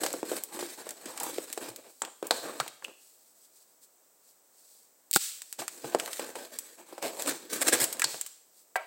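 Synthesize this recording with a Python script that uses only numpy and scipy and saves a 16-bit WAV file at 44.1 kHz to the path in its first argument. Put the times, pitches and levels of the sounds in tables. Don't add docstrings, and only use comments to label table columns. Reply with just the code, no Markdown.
import sys
import numpy as np
from scipy import signal
from scipy.fft import rfft, irfft
from scipy.io import wavfile
from scipy.ndimage import uniform_filter1d

SR = 44100
rng = np.random.default_rng(int(sys.argv[2]) if len(sys.argv) > 2 else 0)


def to_wav(s):
    ch = np.atleast_2d(s).T
    pcm = np.round(np.clip(ch, -1, 1) * 32767)
    wavfile.write(sys.argv[1], SR, pcm.astype(np.int16))


N = 390726
TIME = np.arange(N) / SR
HIT_SIZE = 4096
HIT_WINDOW = int(.01 * SR)

# start in seconds, length in seconds, box rumble in dB, hiss in dB before HISS_TRIM_DB.
SLIDE_STROKES = [(0.0, 0.082, -39.5, -38), (0.088, 0.11, -45.5, -45), (0.24, 0.049, -48, -45),
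                 (0.274, .11, -42.5, -40), (0.478, 0.051, -55.5, -57), (0.519, 0.058, -41.5, -43),
                 (0.584, 0.065, -41.5, -39.5), (0.68, 0.059, -50, -43.5), (0.772, 0.042, -42.5, -45.5),
                 (0.844, 0.072, -47, -49), (0.957, 0.093, -52, -52), (1.069, 0.055, -46, -44.5),
                 (1.154, 0.033, -49, -45), (1.199, .1, -40.5, -39), (1.322, 0.12, -47.5, -43.5),
                 (1.461, 0.15, -51, -47.5), (1.601, 0.089, -41.5, -44), (1.751, 0.12, -54, -57.5),
                 (2.016, 0.03, -45, -61), (2.23, 0.037, -43.5, -51), (2.316, 0.053, -37.5, -40),
                 (2.419, 0.081, -37, -45), (2.52, 0.12, -47, -47.5), (2.816, 0.099, -60, -58.5),
                 (5.581, 0.019, -41, -36.5), (5.697, 0.15, -59, -49), (5.831, 0.069, -44, -44.5),
                 (5.913, 0.036, -40.5, -50), (5.979, 0.11, -45, -43.5), (6.101, 0.087, -56, -40),
                 (6.188, .04, -39, -43), (6.252, 0.051, -48.5, -46.5), (6.344, 0.11, -46.5, -45.5),
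                 (6.515, 0.038, -47.5, -46.5), (6.596, 0.14, -55, -51), (6.771, 0.037, -49.5, -54),
                 (6.856, 0.19, -54, -54), (7.016, 0.056, -33, -36), (7.118, 0.075, -48, -46),
                 (7.184, 0.018, -38.5, -34), (7.273, 0.079, -43.5, -42), (7.39, .08, -53, -53),
                 (7.491, 0.038, -49.5, -40), (7.523, 0.04, -38, -32), (7.626, 0.12, -44, -39),
                 (7.747, 0.1, -36, -35.5), (7.893, 0.29, -49, -55.5)]
HISS_TRIM_DB = -2.5
GRIP_S, SAG_DB_PER_S, RELEASE_DB_PER_S = .015, 20, 228
# frequency in Hz, bandwidth in Hz, gain in dB.
BOX_MODES = [(138, 30, -28), (297, 40, -12), (343.4, 38, 2), (387, 130, 0), (484, 91, -0.5), (535, 200, 0),
             (640, 81, -4), (808, 200, -1), (1086, 360, -6.5), (1380, 140, -11.5), (1524, 68, -7.5),
             (2190, 310, -10.5)]
# frequency in Hz, gain in dB.
RUB_SPECTRUM = [(200, -43), (850, -18.5), (1250, -5.5), (1800, 3.5), (2800, -2.5), (4200, 2.5), (6000, -2),
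                (9000, -2.5), (12000, -2), (16000, -0.5)]
# frequency in Hz, gain in dB.
TEAR_SPECTRUM = [(500, -18), (1200, 8.5), (1700, 13.5), (2700, 0), (4000, 8), (6000, 1), (9000, 4.5),
                 (12000, 2), (16000, 0.5)]

# frequency in Hz, gain in dB.
AIR_SPECTRUM = [(30, -27.5), (100, -17), (180, -7.5), (270, -1.5), (550, 3), (900, -2.5), (1600, -7),
                (3000, -12.5), (6000, -7.5), (10000, -11), (16000, -1.5)]
AIR_DB = -64
# frequency in Hz, gain in dB.
ROOM_SPECTRUM = [(100, -2.5), (300, -1), (600, -2.5), (1500, -0.5), (4000, 5), (8000, 2.5), (16000, -4.5)]

# start in seconds, thud in dB, thud centre in Hz, crack in dB, crack decay in seconds.
BOX_KNOCKS = [(0.035, -29.5, 625, -30.5, .006), (0.063, -36.5, 680, -32, .005),
              (0.139, -31, 400, -46, .003), (0.23, -29, 383, -50, .0015), (0.316, -27.5, 505, -42.5, .006),
              (0.332, -34.5, 360, -61, .002), (0.591, -37.5, 590, -43, .008),
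              (0.627, -34.5, 470, -46, .004), (0.868, -40.5, 700, -53, .008),
              (1.057, -40.5, 268, -42, .013), (1.383, -28.5, 400, -42, .003),
              (1.576, -33, 503, -40.5, .005), (2.019, -35.5, 1070, -36.5, .003),
              (2.227, -30.5, 484, -48, .0025), (2.309, -21.5, 910, -28, .003),
              (2.601, -28.5, 1230, -34, .005), (2.663, -44.5, 910, -56, .003),
              (2.824, -51.5, 1000, -69, .003), (2.882, -47.5, 410, -57, .007),
              (5.59, -40.5, 684, -43, .013), (5.619, -36.5, 730, -46.5, .009),
              (5.844, -34, 397, -51.5, .009), (5.948, -18.5, 435, -36, .002),
              (6.079, -38.5, 1120, -52, .006), (6.195, -33, 576, -38.5, .0035),
              (6.355, -40.5, 805, -43, .007), (6.926, -41.5, 497, -65, .005), (6.98, -39, 587, -50.5, .005),
              (7.026, -39.5, 590, -40.5, .004), (7.684, -32.5, 520, -27, .005),
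              (8.042, -38, 903, -28.5, .0025), (8.144, -41, 804, -48, .003)]
KNOCK_TILT_DB = -4.5
# start in seconds, crack in dB, tilt in dB per octave above 1500 Hz, decay in seconds.
FIBRE_SNAPS = [(0.129, -37, 2, 0.0037), (0.366, -38, -1.5, .0024), (0.437, -32, 5.5, 0.001),
               (0.891, -41, -1.5, .0027), (0.907, -41, -0.5, 0.0034), (1.176, -41, -4, .003),
               (1.2, -36.5, -0.5, 0.0067), (1.233, -30, 7.5, .005), (1.528, -36, 0, 0.0032),
               (1.69, -46.5, 5, 0.0046), (1.761, -43, 1, 0.0041), (2.05, -41.5, -5, 0.0022),
               (2.269, -36.5, 6.5, .0022), (2.679, -41.5, -4, .004), (2.844, -44.5, -4.5, 0.0055),
               (5.419, -42.5, -1, 0.0025), (5.5269, -39, -0.5, 0.00052), (5.68, -35.5, -3.5, 0.0019),
               (5.9986, -32, -6.5, 0.0047), (6.131, -37.5, -3, 0.0049), (6.5876, -33.5, 3, 0.0039),
               (7.222, -34.5, 0.5, .0013), (7.531, -33.5, 0, 0.0084), (7.68, -25, -1.5, 0.011),
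               (7.841, -25, 0.5, 0.0052), (7.927, -33.5, 0.5, .006), (7.9958, -31, -0.5, .005),
               (8.0188, -26, -5.5, 0.0032), (8.212, -36.5, 0, 0.0042), (8.263, -42, 0, .007)]
SNAP_THUD_DB, SNAP_THUD_HZ = -23, 1000

# start in seconds, frequency in Hz, level in dB.
AIR_BOOMS = [(1.692, 118, -53.5), (2.599, 140, -47), (5.588, 135, -55), (5.84, 137, -47), (7.811, 131, -46),
             (8.044, 142, -51.5), (8.13, 144, -60)]
# start in seconds, frequency in Hz, level in dB.
EDGE_RINGS = [(2.0196, 7500, -39.5), (2.3086, 4150, -23.5), (2.6, 4300, -34.5), (2.601, 1375, -30),
              (2.823, 1540, -52), (2.8473, 2730, -36), (7.9962, 1660, -39), (8.02, 1650, -28),
              (8.0445, 4320, -25), (8.041, 7300, -34), (8.212, 7340, -40)]
EDGE_Q = 7

# peak time in seconds, level in dB, half length (standard deviation of the power) in seconds.
RUSTLE_STROKES = [(1.945, -58.5, 0.055), (2.154, -67, 0.075), (2.75, -70, 0.046), (3.053, -59, 0.045),
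                  (3.185, -63.5, 0.04), (3.286, -61, 0.016), (3.416, -60.5, 0.033), (3.56, -63.5, 0.045),
                  (3.704, -65.5, .015), (3.839, -60, 0.011), (4.274, -62.5, .025), (4.636, -62, 0.054),
                  (4.764, -60, 0.047), (5.5, -56, 0.026), (8.596, -60.5, 0.033)]
# frequency in Hz, gain in dB.
CLOTH_SPECTRUM = [(300, -19), (1200, -18.5), (3000, -9), (4500, 1.5), (7000, -3.5), (10000, -2), (16000, 0)]

# start in seconds, level in dB before the rise and fade are applied.
HISS_TRAILS = [(2.309, -40.5), (2.601, -51), (5.162, -27), (8.043, -32.5), (8.212, -47.5)]
TRAIL_RISE_S, TRAIL_FADE_DB_PER_S = 0.059, 104.5
# frequency in Hz, gain in dB.
TRAIL_SPECTRUM = [(300, -33), (850, -20.5), (1300, -5), (2000, -3.5), (3200, 2), (4200, 3.5), (6000, 2),
                  (9000, -1.5), (12000, -3), (16000, 2)]

# start in seconds, level in dB, decay in seconds.
KNIFE_CLICKS = [(5.1123, -30.5, 0.00057), (5.13, -29, .0022), (5.137, -25, .0028), (5.1455, -27.5, .004),
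                (5.1557, -28, .0018), (5.16, -17.5, .0044), (5.168, -24.5, .005)]
# frequency in Hz, gain in dB.
STEEL_SPECTRUM = [(300, -47), (1000, -35), (2200, 1), (3200, -1.5), (4000, 7), (4800, 6), (6300, -1.5),
                  (8500, 1), (11000, -1), (16000, 6.5)]
LOCK_S, LOCK_DB = 5.162, -20
# frequency in Hz, gain in dB.
LOCK_SPECTRUM = [(25, -44), (60, -29), (120, -6.5), (270, 4.5), (480, -2), (600, -7), (800, 1.5),
                 (1000, -11), (1400, 6.5), (1900, -12), (4000, -32.5)]

# peak time in seconds, tearing in dB, box rumble in dB,
# half length of the tearing (standard deviation of its power) in seconds.
BLADE_STROKES = [(7.293, -31, -33.5, 0.013), (7.6203, -24.5, -29.5, 0.0048), (7.666, -42.5, -36.5, 0.0083),
                 (7.68, -28.5, -34.5, 0.0084), (7.7367, -21, -22.5, 0.005), (7.748, -30.5, -34.5, 0.0079),
                 (7.821, -24.5, -37.5, 0.0083)]
# frequency in Hz, gain in dB.
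DRAG_SPECTRUM = [(80, -20.5), (130, 4.5), (190, -4.5), (260, 4.5), (330, 2.5), (430, -5.5), (530, 3),
                 (1000, -7), (2500, -2.5)]

# start in seconds, knock in dB, click in dB.
KNIFE_TOUCHES = [(8.7571, -23.5, -43), (8.7615, -31.5, -36.5)]
# frequency in Hz, gain in dB, time to fade by 60 dB in seconds.
TABLE_MODES = [(416, -7.5, 0.09), (640, 7, 0.038), (740, 2.5, 0.034), (930, 2.5, 0.062),
               (1090, -4.5, 0.025), (1340, -2, 0.038), (1586, 2.5, .036), (1960, -1, 0.034),
               (2260, -0.5, 0.04), (2660, -18, 0.075)]

PORT_HZ, PORT_WIDTH_HZ, PORT_GAIN = 7950, 1100, 2.7
TOP_HZ = 15950


def undb(db):
    return 10 ** (np.asarray(db) / 20)


def unit(x):
    return x / np.sqrt(np.mean(x ** 2))


def add(track, s, sound, db):
    i = int(s * SR)
    part = sound[:N - i] * undb(db) / np.sqrt(np.sum(sound ** 2) / HIT_WINDOW)
    track[i:i + len(part)] += part


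def shape(x, gain_db):
    hz = np.maximum(np.fft.rfftfreq(HIT_SIZE, 1 / SR), 1)
    cepstrum = irfft(np.log(undb(gain_db(hz))))
    cepstrum[1:HIT_SIZE // 2] *= 2
    cepstrum[HIT_SIZE // 2 + 1:] = 0
    response = irfft(np.exp(rfft(cepstrum)))
    return signal.fftconvolve(x, response)[:len(x)]


def colour(x, points):
    f, db = np.transpose(points)
    return shape(x, lambda hz: np.interp(np.log(hz), np.log(f), db))


def resonate(x, hz, width):
    return signal.lfilter(*signal.iirpeak(hz, hz / width, fs=SR), x)


def walk(rate):
    k = max(int(SR / rate), 1)
    held = np.repeat(rng.standard_normal(N // k + 1), k)
    return 1.22 * uniform_filter1d(held, k)[:N]


def grains(rate, spread_db):
    chance, size, sign = rng.random(N), rng.exponential(size=N), rng.standard_normal(N)
    click_size = undb(spread_db * np.minimum(size, 5))
    return unit((chance < rate / SR) * np.sign(sign) * click_size)


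def swells(times, dbs, widths):
    power = 0
    for s, db, width in zip(times, dbs, widths):
        power = power + undb(2 * db) * np.exp(-.5 * np.minimum(((TIME - s) / width) ** 2, 100))
    return np.sqrt(power)


def box(force, scatter_db=0):
    modes = 0
    for hz, width, db in BOX_MODES:
        answer_db = db + scatter_db * rng.standard_normal()
        modes = modes + undb(answer_db) * resonate(force, hz, width)
    return signal.sosfilt(signal.butter(3, 150, "high", fs=SR, output="sos"), modes)


def burst(length, after_db, after_s, spike_db=0):
    t = TIME[:HIT_SIZE]
    first_break = undb(spike_db) * np.exp(-t / 0.00027)
    fractures = np.exp(-t / max(length, 1e-4))
    reflections = undb(after_db) * np.exp(-t / after_s)
    onset = 1 - np.exp(-t / 0.00009)
    return rng.standard_normal(HIT_SIZE) * (first_break + fractures + reflections) * onset


def smear(x, decay_s, scatter_db, count=5):
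    scattered = 0
    for _ in range(count):
        bounces = rng.standard_normal(HIT_SIZE) * np.exp(-TIME[:HIT_SIZE] / decay_s)
        path = signal.oaconvolve(x, bounces / np.sqrt(np.sum(bounces ** 2)))[:N]
        scattered = scattered + path * np.cos(np.pi * walk(10))
    return x + undb(scatter_db) * scattered * np.sqrt(2 / count)


def slide_gain(start, length):
    t = np.maximum(TIME - start, 0)
    fall_db = SAG_DB_PER_S * t + RELEASE_DB_PER_S * np.maximum(t - length, 0)
    return np.minimum(t / GRIP_S, 1) * undb(-np.minimum(fall_db, 200))


def rubbing():
    grip = walk(130)
    force = grains(rate=3500, spread_db=2.0) * undb(2 * grip)
    rumble = 0
    for hz, width, db in BOX_MODES:
        favour = undb(db + 3.9 * walk(7))
        rumble = rumble + favour * resonate(resonate(force, hz, 1.28 * width), hz, hz)

    fibres = smear(grains(rate=12000, spread_db=3.0) * undb(1.3 * grip), decay_s=0.004, scatter_db=-2.0)
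    snap = burst(0.0004, after_db=-20, after_s=0.0074)
    snaps = signal.fftconvolve(grains(rate=27, spread_db=3.5), snap)[:N]
    catch = burst(0.0016, after_db=-19, after_s=0.006)
    catches = signal.fftconvolve(grains(rate=60, spread_db=1.0), catch)[:N]
    hiss = unit(colour(unit(fibres) + undb(-8) * unit(snaps), RUB_SPECTRUM))
    hiss = hiss + undb(-12) * unit(colour(catches, TEAR_SPECTRUM))

    rumble_power, hiss_power = np.zeros(N), np.zeros(N)
    for start, length, rumble_db, hiss_db in SLIDE_STROKES:
        power = slide_gain(start, length) ** 2
        rumble_power += power * undb(rumble_db) ** 2
        hiss_power += power * undb(hiss_db) ** 2
    return unit(rumble) * np.sqrt(rumble_power) + unit(hiss) * undb(HISS_TRIM_DB) * np.sqrt(hiss_power)


def still_air():
    return undb(AIR_DB) * unit(colour(rng.standard_normal(N), AIR_SPECTRUM))


def room(x, t60=0.52, build_s=0.034, wet_db=-17.0):
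    t = TIME[:SR]
    build_up = 1 - np.exp(-(t / build_s) ** 2)
    decay = np.exp(-np.log(1000) * t / t60)
    tail = colour(rng.standard_normal(SR), ROOM_SPECTRUM) * build_up * decay
    return undb(wet_db) * signal.fftconvolve(x, tail / np.sqrt(np.sum(tail ** 2)))[:N]


def contacts():
    knocks = [(s, crack_db, KNOCK_TILT_DB, length, thud_db, thud_hz)
              for s, thud_db, thud_hz, crack_db, length in BOX_KNOCKS]
    snaps = [(s, crack_db, tilt_db, length, crack_db + SNAP_THUD_DB, SNAP_THUD_HZ)
             for s, crack_db, tilt_db, length in FIBRE_SNAPS]
    cracks, thuds = np.zeros(N), np.zeros(N)
    for s, crack_db, tilt_db, length, thud_db, thud_hz in knocks + snaps:
        def crack_gain(hz):
            low_cut = -20 * np.log10(1 + (1200 / hz) ** 3)
            return tilt_db * np.log2(np.maximum(hz, 1500) / 1500) + low_cut

        def thud_gain(hz):
            return -8 * np.minimum(np.abs(np.log2(hz / thud_hz)), 4)

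        fracture = burst(length, after_db=-15, after_s=0.015, spike_db=6.5)
        add(cracks, s, shape(fracture, crack_gain), crack_db)
        push = signal.unit_impulse(HIT_SIZE) + 0.06 * burst(length, after_db=-6.5, after_s=0.017)
        add(thuds, s, shape(box(push, scatter_db=0.5), thud_gain), thud_db)
    return cracks + thuds


def ringing():
    out, t = np.zeros(N), TIME[:HIT_SIZE]
    for s, hz, db in AIR_BOOMS:
        add(out, s, np.sin(2 * np.pi * hz * t) * t ** 2 * np.exp(-t / 0.0068), db)
    for s, hz, db in EDGE_RINGS:
        push = burst(0.0014, after_db=-14.5, after_s=0.012, spike_db=2)
        add(out, s, resonate(resonate(push, hz, hz / EDGE_Q), hz, hz / 2), db)
    return out


def rustling():
    brushing = grains(rate=18000, spread_db=3.5) * undb(2.2 * walk(36))
    return unit(colour(brushing, CLOTH_SPECTRUM)) * swells(*np.transpose(RUSTLE_STROKES))


def trailing():
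    power = np.zeros(N)
    for s, db in HISS_TRAILS:
        t = np.clip(TIME - s, 0, 2)
        rise = 1 - np.exp(-(t / TRAIL_RISE_S) ** 2)
        power += (undb(db - TRAIL_FADE_DB_PER_S * t) * rise) ** 2
    return unit(colour(grains(rate=20000, spread_db=1.0), TRAIL_SPECTRUM)) * np.sqrt(power)


def knife():
    out = np.zeros(N)
    for s, db, length in KNIFE_CLICKS:
        tick = burst(length, after_db=-27, after_s=.008)
        add(out, s, colour(tick, STEEL_SPECTRUM), db)
    return out


def lock():
    out = np.zeros(N)
    push = signal.unit_impulse(HIT_SIZE) + .06 * burst(.003, after_db=-20, after_s=.005)
    add(out, LOCK_S, colour(push, LOCK_SPECTRUM), LOCK_DB)
    return out


def cutting():
    s, tear_db, rumble_db, width = np.transpose(BLADE_STROKES)
    jerks = undb(2.96 * walk(450))
    fibres = smear(grains(rate=12000, spread_db=4.5) * jerks, decay_s=0.0024, scatter_db=-3.0)
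    tear = unit(colour(fibres, TEAR_SPECTRUM))
    rumble = unit(colour(box(grains(rate=3000, spread_db=2.0) * jerks), DRAG_SPECTRUM))
    return tear * swells(s, tear_db, width) + rumble * swells(s, rumble_db, 1.4 * width)


def laying_down():
    out = np.zeros(N)
    band = signal.butter(3, [450, 2600], "band", fs=SR, output="sos")
    for s, knock_db, click_db in KNIFE_TOUCHES:
        chatter = burst(0.004, after_db=-12.0, after_s=0.043, spike_db=9)
        modes = 0
        for hz, db, t60 in TABLE_MODES:
            modes = modes + undb(db) * resonate(chatter, hz, np.log(1000) / (np.pi * t60))
        add(out, s, signal.sosfilt(band, modes + .25 * chatter), knock_db)
        click = burst(0.0041, after_db=-18, after_s=.01)
        add(out, s, colour(click, STEEL_SPECTRUM), click_db)
    return out


def scene():
    handling = rubbing() + contacts() + ringing() + rustling() + knife() + cutting() + laying_down()
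    mono = handling + room(handling) + lock() + trailing() + still_air()
    return np.array([mono, mono])


def record(dry):
    voiced = dry + PORT_GAIN * resonate(dry, PORT_HZ, PORT_WIDTH_HZ)
    rounded = .75 * np.tanh(voiced / .75)
    return signal.sosfilt(signal.ellip(10, .2, 70, TOP_HZ, fs=SR, output="sos"), rounded)


dry = scene()
out = record(dry)
to_wav(out)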